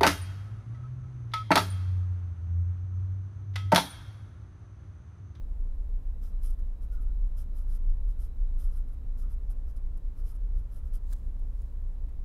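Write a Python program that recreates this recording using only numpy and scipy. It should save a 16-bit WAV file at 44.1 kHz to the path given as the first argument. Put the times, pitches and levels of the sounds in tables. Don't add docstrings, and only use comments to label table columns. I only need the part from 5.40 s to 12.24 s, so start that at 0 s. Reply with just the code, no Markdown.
import sys
import numpy as np
from scipy import signal
from scipy.fft import rfft, irfft, next_fast_len
from scipy.io import wavfile
from scipy.ndimage import uniform_filter1d

SR = 44100
rng = np.random.default_rng(int(sys.argv[2]) if len(sys.argv) > 2 else 0)


def pcm_store(signal):
    levels = np.round(np.clip(np.atleast_2d(signal), -1, 1) * 32767)
    wavfile.write(sys.argv[1], SR, levels.astype(np.int16).T)


N = 301644
TIME = np.arange(N) / SR

# f/Hz, relative level/dB
AIR_COLOUR = [(79, -37), (135, -1), (165, -0.5), (222, -8.5), (255, -7.5), (394, -14), (510, -14.5),
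              (586, -14), (622, -18), (1080, -20.5), (1170, -23.5), (3230, -36.5), (3860, -37),
              (4350, -39.5), (15500, -43)]
# f/Hz, level/dB
HUM_TONES = [(100, -59), (247.6, -73), (461, -82.5), (585, -83.5), (674, -85.5), (867, -91), (965, -94)]
# f/Hz, width/Hz, level/dB
WHINE_BANDS = [(3873, 12, -95.5), (3930, 19, -97), (9370, 20, -106), (10600, 66, -100), (11420, 110, -93.5),
               (11740, 140, -99), (14800, 6.9, -103)]
# t/s, gain/dB
WHINE_RIDE = [(0, -1), (1.5, 2.5), (3, 2.5), (4.5, -2.5), (6.84, -1.5)]
# f/Hz, width/Hz, relative level/dB
DUCT_MODES = [(17.48, 2.25, -10), (27.185, 2.88, 1.5), (35.79, 7.26, -3)]
# t/s, level/dB
DUCT_SWELL = [(0.0, -33), (0.38, -27.5), (0.84, -33), (1.1, -25), (1.41, -34.5), (1.56, -28), (1.85, -25),
              (2.04, -33), (2.5, -23), (2.76, -29.5), (3.26, -24.5), (3.56, -34.5), (3.66, -29.5),
              (5.03, -31.5), (5.11, -23.5), (5.28, -34.5), (5.49, -30), (6.84, -32.5)]
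# f/Hz, width/Hz, level/dB
ROOM_RESONANCES = [(58.58, 5.8, -41.5), (71.1, 9, -56), (82.45, 11, -57.5), (96.7, 10, -61),
                   (117.84, 4.9, -65.5), (170.3, 16, -69), (194.4, 9.4, -71.5), (213.6, 8, -72),
                   (265.1, 24, -71.5), (307, 22, -75.5), (435.7, 130, -72.5)]
# start t/s, length/s, start f/Hz, end f/Hz, level/dB
SQUEAK_GLIDES = [(1.506, 0.096, 1420, 1480, -70.5), (1.557, 0.13, 1295, 1266, -73.5),
                 (1.66, 0.06, 1462, 1404, -71.5)]
# centre t/s, f/Hz, width/Hz, spread in time/s, level/dB
DESK_KNOCKS = [(3.848, 1230, 380, 0.016, -69), (4.105, 766, 160, .012, -70),
               (5.73, 1420, 442, 0.0054, -59.5), (6.7, 1490, 1500, .012, -76)]
# t/s, peak level/dB
PAPER_TICKS = [(5.7279, -37), (5.7339, -39)]
# f/Hz, relative level/dB
SKIN_COLOUR = [(900, -1), (1500, -4), (2400, -13), (4000, -5.5), (5500, -7), (7500, -4), (9200, -6.5),
               (11000, -2.5), (13500, -9), (15500, -5.5)]
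# firmest t/s, swell/s, fade/s, level/dB
HAND_SLIDES = [(5.736, 0.061, 0.004, -57.0), (5.764, 0.154, 0.218, -72), (5.997, 0.007, 0.004, -68),
               (6.22, 0.243, 0.203, -75), (6.221, 0.006, 0.003, -64), (6.48, 0.016, 0.03, -77),
               (6.54, 0.027, 0.015, -79.0), (6.694, 0.012, 0.008, -74.0)]
# f/Hz, width/Hz, relative level/dB
BODY_MODES = [(1920, 710, -11), (3060, 980, -4.5), (4000, 460, -11.5), (5180, 1200, -1), (5950, 670, -5.5),
              (6940, 260, -7.5), (7700, 450, -8.5), (8400, 770, -5), (12940, 1000, 0.5), (14100, 590, -2.5)]
# f/Hz, width/Hz, relative level/dB
NIB_RESONANCES = [(9700, 930, 6.5), (11170, 880, 6), (11630, 880, 3.5)]
# fastest t/s, speeding up/s, slowing down/s, scratch level/dB, nib gain from pressure/dB
PEN_STROKES = [(0.839, 0.033, 0.11, -68, -12), (1.055, 0.05, 0.073, -59.5, 0),
               (1.111, 0.015, 0.012, -65.5, -2), (1.138, 0.041, 0.007, -73, -4.0),
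               (1.197, 0.021, 0.014, -73.5, -5), (1.432, 0.032, 0.041, -71.5, -4.0),
               (1.536, 0.029, 0.059, -70.5, -8), (1.629, 0.041, 0.016, -72, -1.0),
               (1.989, 0.034, 0.068, -63.0, -5.5), (2.181, 0.053, 0.079, -68.5, -4),
               (2.359, 0.115, 0.029, -65.5, -3.5), (2.699, 0.036, 0.043, -71, -5.0),
               (2.822, 0.052, 0.073, -65.5, -3), (3.213, 0.046, 0.098, -64.5, -3.5),
               (3.339, 0.066, 0.033, -71, -4), (3.365, 0.02, 0.059, -67, -1.0),
               (3.481, 0.013, 0.044, -76.5, -3), (3.539, 0.026, 0.017, -73.5, -1.0),
               (3.798, 0.039, 0.085, -68.0, -7.0), (3.932, 0.067, 0.024, -70, -5.0),
               (4.107, 0.017, 0.04, -65.0, -2.0), (4.296, 0.048, 0.045, -74.5, -8.0),
               (4.373, 0.02, 0.017, -67.5, 0), (4.576, 0.01, 0.011, -69.0, -1.5),
               (4.785, 0.039, 0.075, -73, -4.0), (4.897, 0.08, 0.056, -66, -5.5),
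               (4.966, 0.044, 0.008, -71, -1), (5.196, 0.061, 0.031, -74.5, -5),
               (5.372, 0.102, 0.046, -69.0, -2), (5.468, 0.072, 0.045, -77.0, -7),
               (5.546, 0.024, 0.049, -62.0, -1.5)]


def from_db(db):
    return 10 ** (np.asarray(db) / 20)


def unit_power(x):
    return x / np.sqrt(np.mean(x ** 2) + 1e-20)


def levelled(x):
    return x / np.sqrt(uniform_filter1d(x ** 2, size=SR // 4))


def drift(rate):
    knots = rng.standard_normal(8192)
    return np.interp(TIME * rate, np.arange(len(knots)), knots) / np.sqrt(2 / 3)


def coloured_noise(colour):
    hz, db = np.transpose(colour)
    size = next_fast_len(N)
    bin_hz = np.maximum(np.arange(size // 2 + 1) * SR / size, 1)
    eq = from_db(np.interp(np.log(bin_hz), np.log(hz), db))
    return unit_power(irfft(rfft(rng.standard_normal(N), size) * eq, size)[:N])


def resonate(x, hz, width_hz):
    radius = np.exp(-np.pi * width_hz / SR)
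    b = np.array([1, 0, -1]) * (1 - radius ** 2) / 2
    a = [1, -2 * radius * np.cos(2 * np.pi * hz / SR), radius ** 2]
    return signal.lfilter(b, a, signal.lfilter(b, a, x + 1e-18))


def narrow_noise(hz, width_hz):
    return unit_power(resonate(rng.standard_normal(N + SR), hz, width_hz)[SR:])


def room_air(level_db=-61.0):
    return from_db(level_db) * coloured_noise(AIR_COLOUR)


def hum(waver_db=3.0, waver_rad=0.77):
    out = np.zeros(N)
    for hz, db in HUM_TONES:
        gain = from_db(db + waver_db * drift(5))
        phase = 2 * np.pi * (hz * TIME + rng.random()) + waver_rad * drift(6)
        out += gain * np.sqrt(2) * np.sin(phase)
    return out


def whine():
    bands = sum(from_db(db) * narrow_noise(hz, width) for hz, width, db in WHINE_BANDS)
    return bands * from_db(np.interp(TIME, *np.transpose(WHINE_RIDE)))


def ventilation():
    ducts = levelled(sum(from_db(db) * narrow_noise(hz, width) for hz, width, db in DUCT_MODES))
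    room = sum(from_db(db) * levelled(narrow_noise(hz, width)) for hz, width, db in ROOM_RESONANCES)
    return ducts * from_db(np.interp(TIME, *np.transpose(DUCT_SWELL))) + room


def squeaks(pitch_wobble=0.015, grip_db=3.5):
    out = np.zeros(N)
    wobble = 1 + pitch_wobble * drift(300)
    for start, length, start_hz, end_hz, db in SQUEAK_GLIDES:
        progress = np.clip((TIME - start) / length, 0, 1)
        hz = (start_hz + (end_hz - start_hz) * progress) * wobble
        envelope = from_db(db) * np.sin(np.pi * progress)
        out += envelope * np.sqrt(2) * np.sin(2 * np.pi * np.cumsum(hz) / SR)
    return out * from_db(grip_db * drift(150))


def knocks():
    return sum(from_db(db) * np.exp(-.5 * ((TIME - centre) / spread) ** 2) * narrow_noise(hz, width)
               for centre, hz, width, spread, db in DESK_KNOCKS)


def paper_ticks(decay_s=0.0003, band_hz=(5000, 15000)):
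    out, age = np.zeros(N), np.arange(256) / SR
    bandpass = signal.butter(2, band_hz, "band", fs=SR, output="sos")
    for start, db in PAPER_TICKS:
        burst = rng.standard_normal(len(age)) * np.exp(-age / decay_s)
        crack = signal.sosfilt(bandpass, burst)
        at = round(start * SR)
        out[at:at + len(age)] += from_db(db) * crack / np.abs(crack).max()
    return out


def slide_envelope(ramp_db=19.5):
    power = np.zeros(N)
    for firmest, swell_s, fade_s, db in HAND_SLIDES:
        from_peak = np.maximum((firmest - TIME) / swell_s, (TIME - firmest) / fade_s)
        touching = from_peak < 3
        power[touching] += from_db(db - ramp_db * from_peak[touching]) ** 2
    return np.sqrt(power)


def hand(trim_db=1.5, grip_db=1.5):
    return from_db(trim_db + grip_db * drift(200)) * slide_envelope() * coloured_noise(SKIN_COLOUR)


def stroke_envelope(roundness=1.75, speed_exponent=1.94):
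    power = np.zeros(N)
    for fastest, rise_s, fall_s, db, _ in PEN_STROKES:
        from_peak = np.maximum((fastest - TIME) / rise_s, (TIME - fastest) / fall_s)
        moving = from_peak < 1
        speed = 1 - from_peak[moving] ** roundness
        power[moving] += (from_db(db) * speed ** speed_exponent) ** 2
    return np.sqrt(power)


def desk(level_db=-72.0, firm_stroke_db=-60, compression=0.27, hz=1270, width_hz=330):
    push = (stroke_envelope() / from_db(firm_stroke_db)) ** compression
    return from_db(level_db) * uniform_filter1d(push, size=900) * narrow_noise(hz, width_hz)


def fibre_friction(snaps_per_s=8800, spread_db=3.5, rub_gain=0.92):
    sizes = from_db(spread_db * np.minimum(rng.exponential(1, N), 4))
    snaps = (rng.random(N) < snaps_per_s / SR) * rng.choice([-1, 1], N) * sizes
    return unit_power(unit_power(snaps) + rub_gain * rng.standard_normal(N))


def ringing(drag, modes, wander_db=0.6):
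    out = np.zeros(N)
    for hz, width, db in modes:
        ring = unit_power(resonate(drag * rng.standard_normal(N), hz, width))
        out += ring * from_db(db + wander_db * drift(12))
    return out


def pen(trim_db=0.36, grip_db=0.86, fibres_db=-12):
    drag = fibre_friction()
    body, nib = ringing(drag, BODY_MODES), ringing(drag, NIB_RESONANCES)
    stroke_times, *_, pressure_db = np.transpose(PEN_STROKES)
    nib_gain = from_db(np.interp(TIME, stroke_times, pressure_db))
    rings = (body + nib_gain * nib) / np.sqrt(body.var() + nib_gain ** 2 * nib.var())
    grip = from_db(grip_db * drift(220))
    return from_db(trim_db) * stroke_envelope() * grip * (rings + from_db(fibres_db) * drag)


def scene():
    writing = pen() + desk() + hand() + paper_ticks() + knocks() + squeaks()
    room_tone = ventilation() + room_air() + hum() + whine()
    return (writing + room_tone)[None]


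def record(dry, cutoff_hz=15760):
    high_cut = signal.ellip(12, .1, 80, cutoff_hz, fs=SR, output="sos")
    padded = np.pad(dry, ((0, 0), (SR, 0)), mode="reflect", reflect_type="odd")
    return signal.sosfilt(high_cut, padded)[:, SR:]


dry = scene()
out = record(dry)
pcm_store(out)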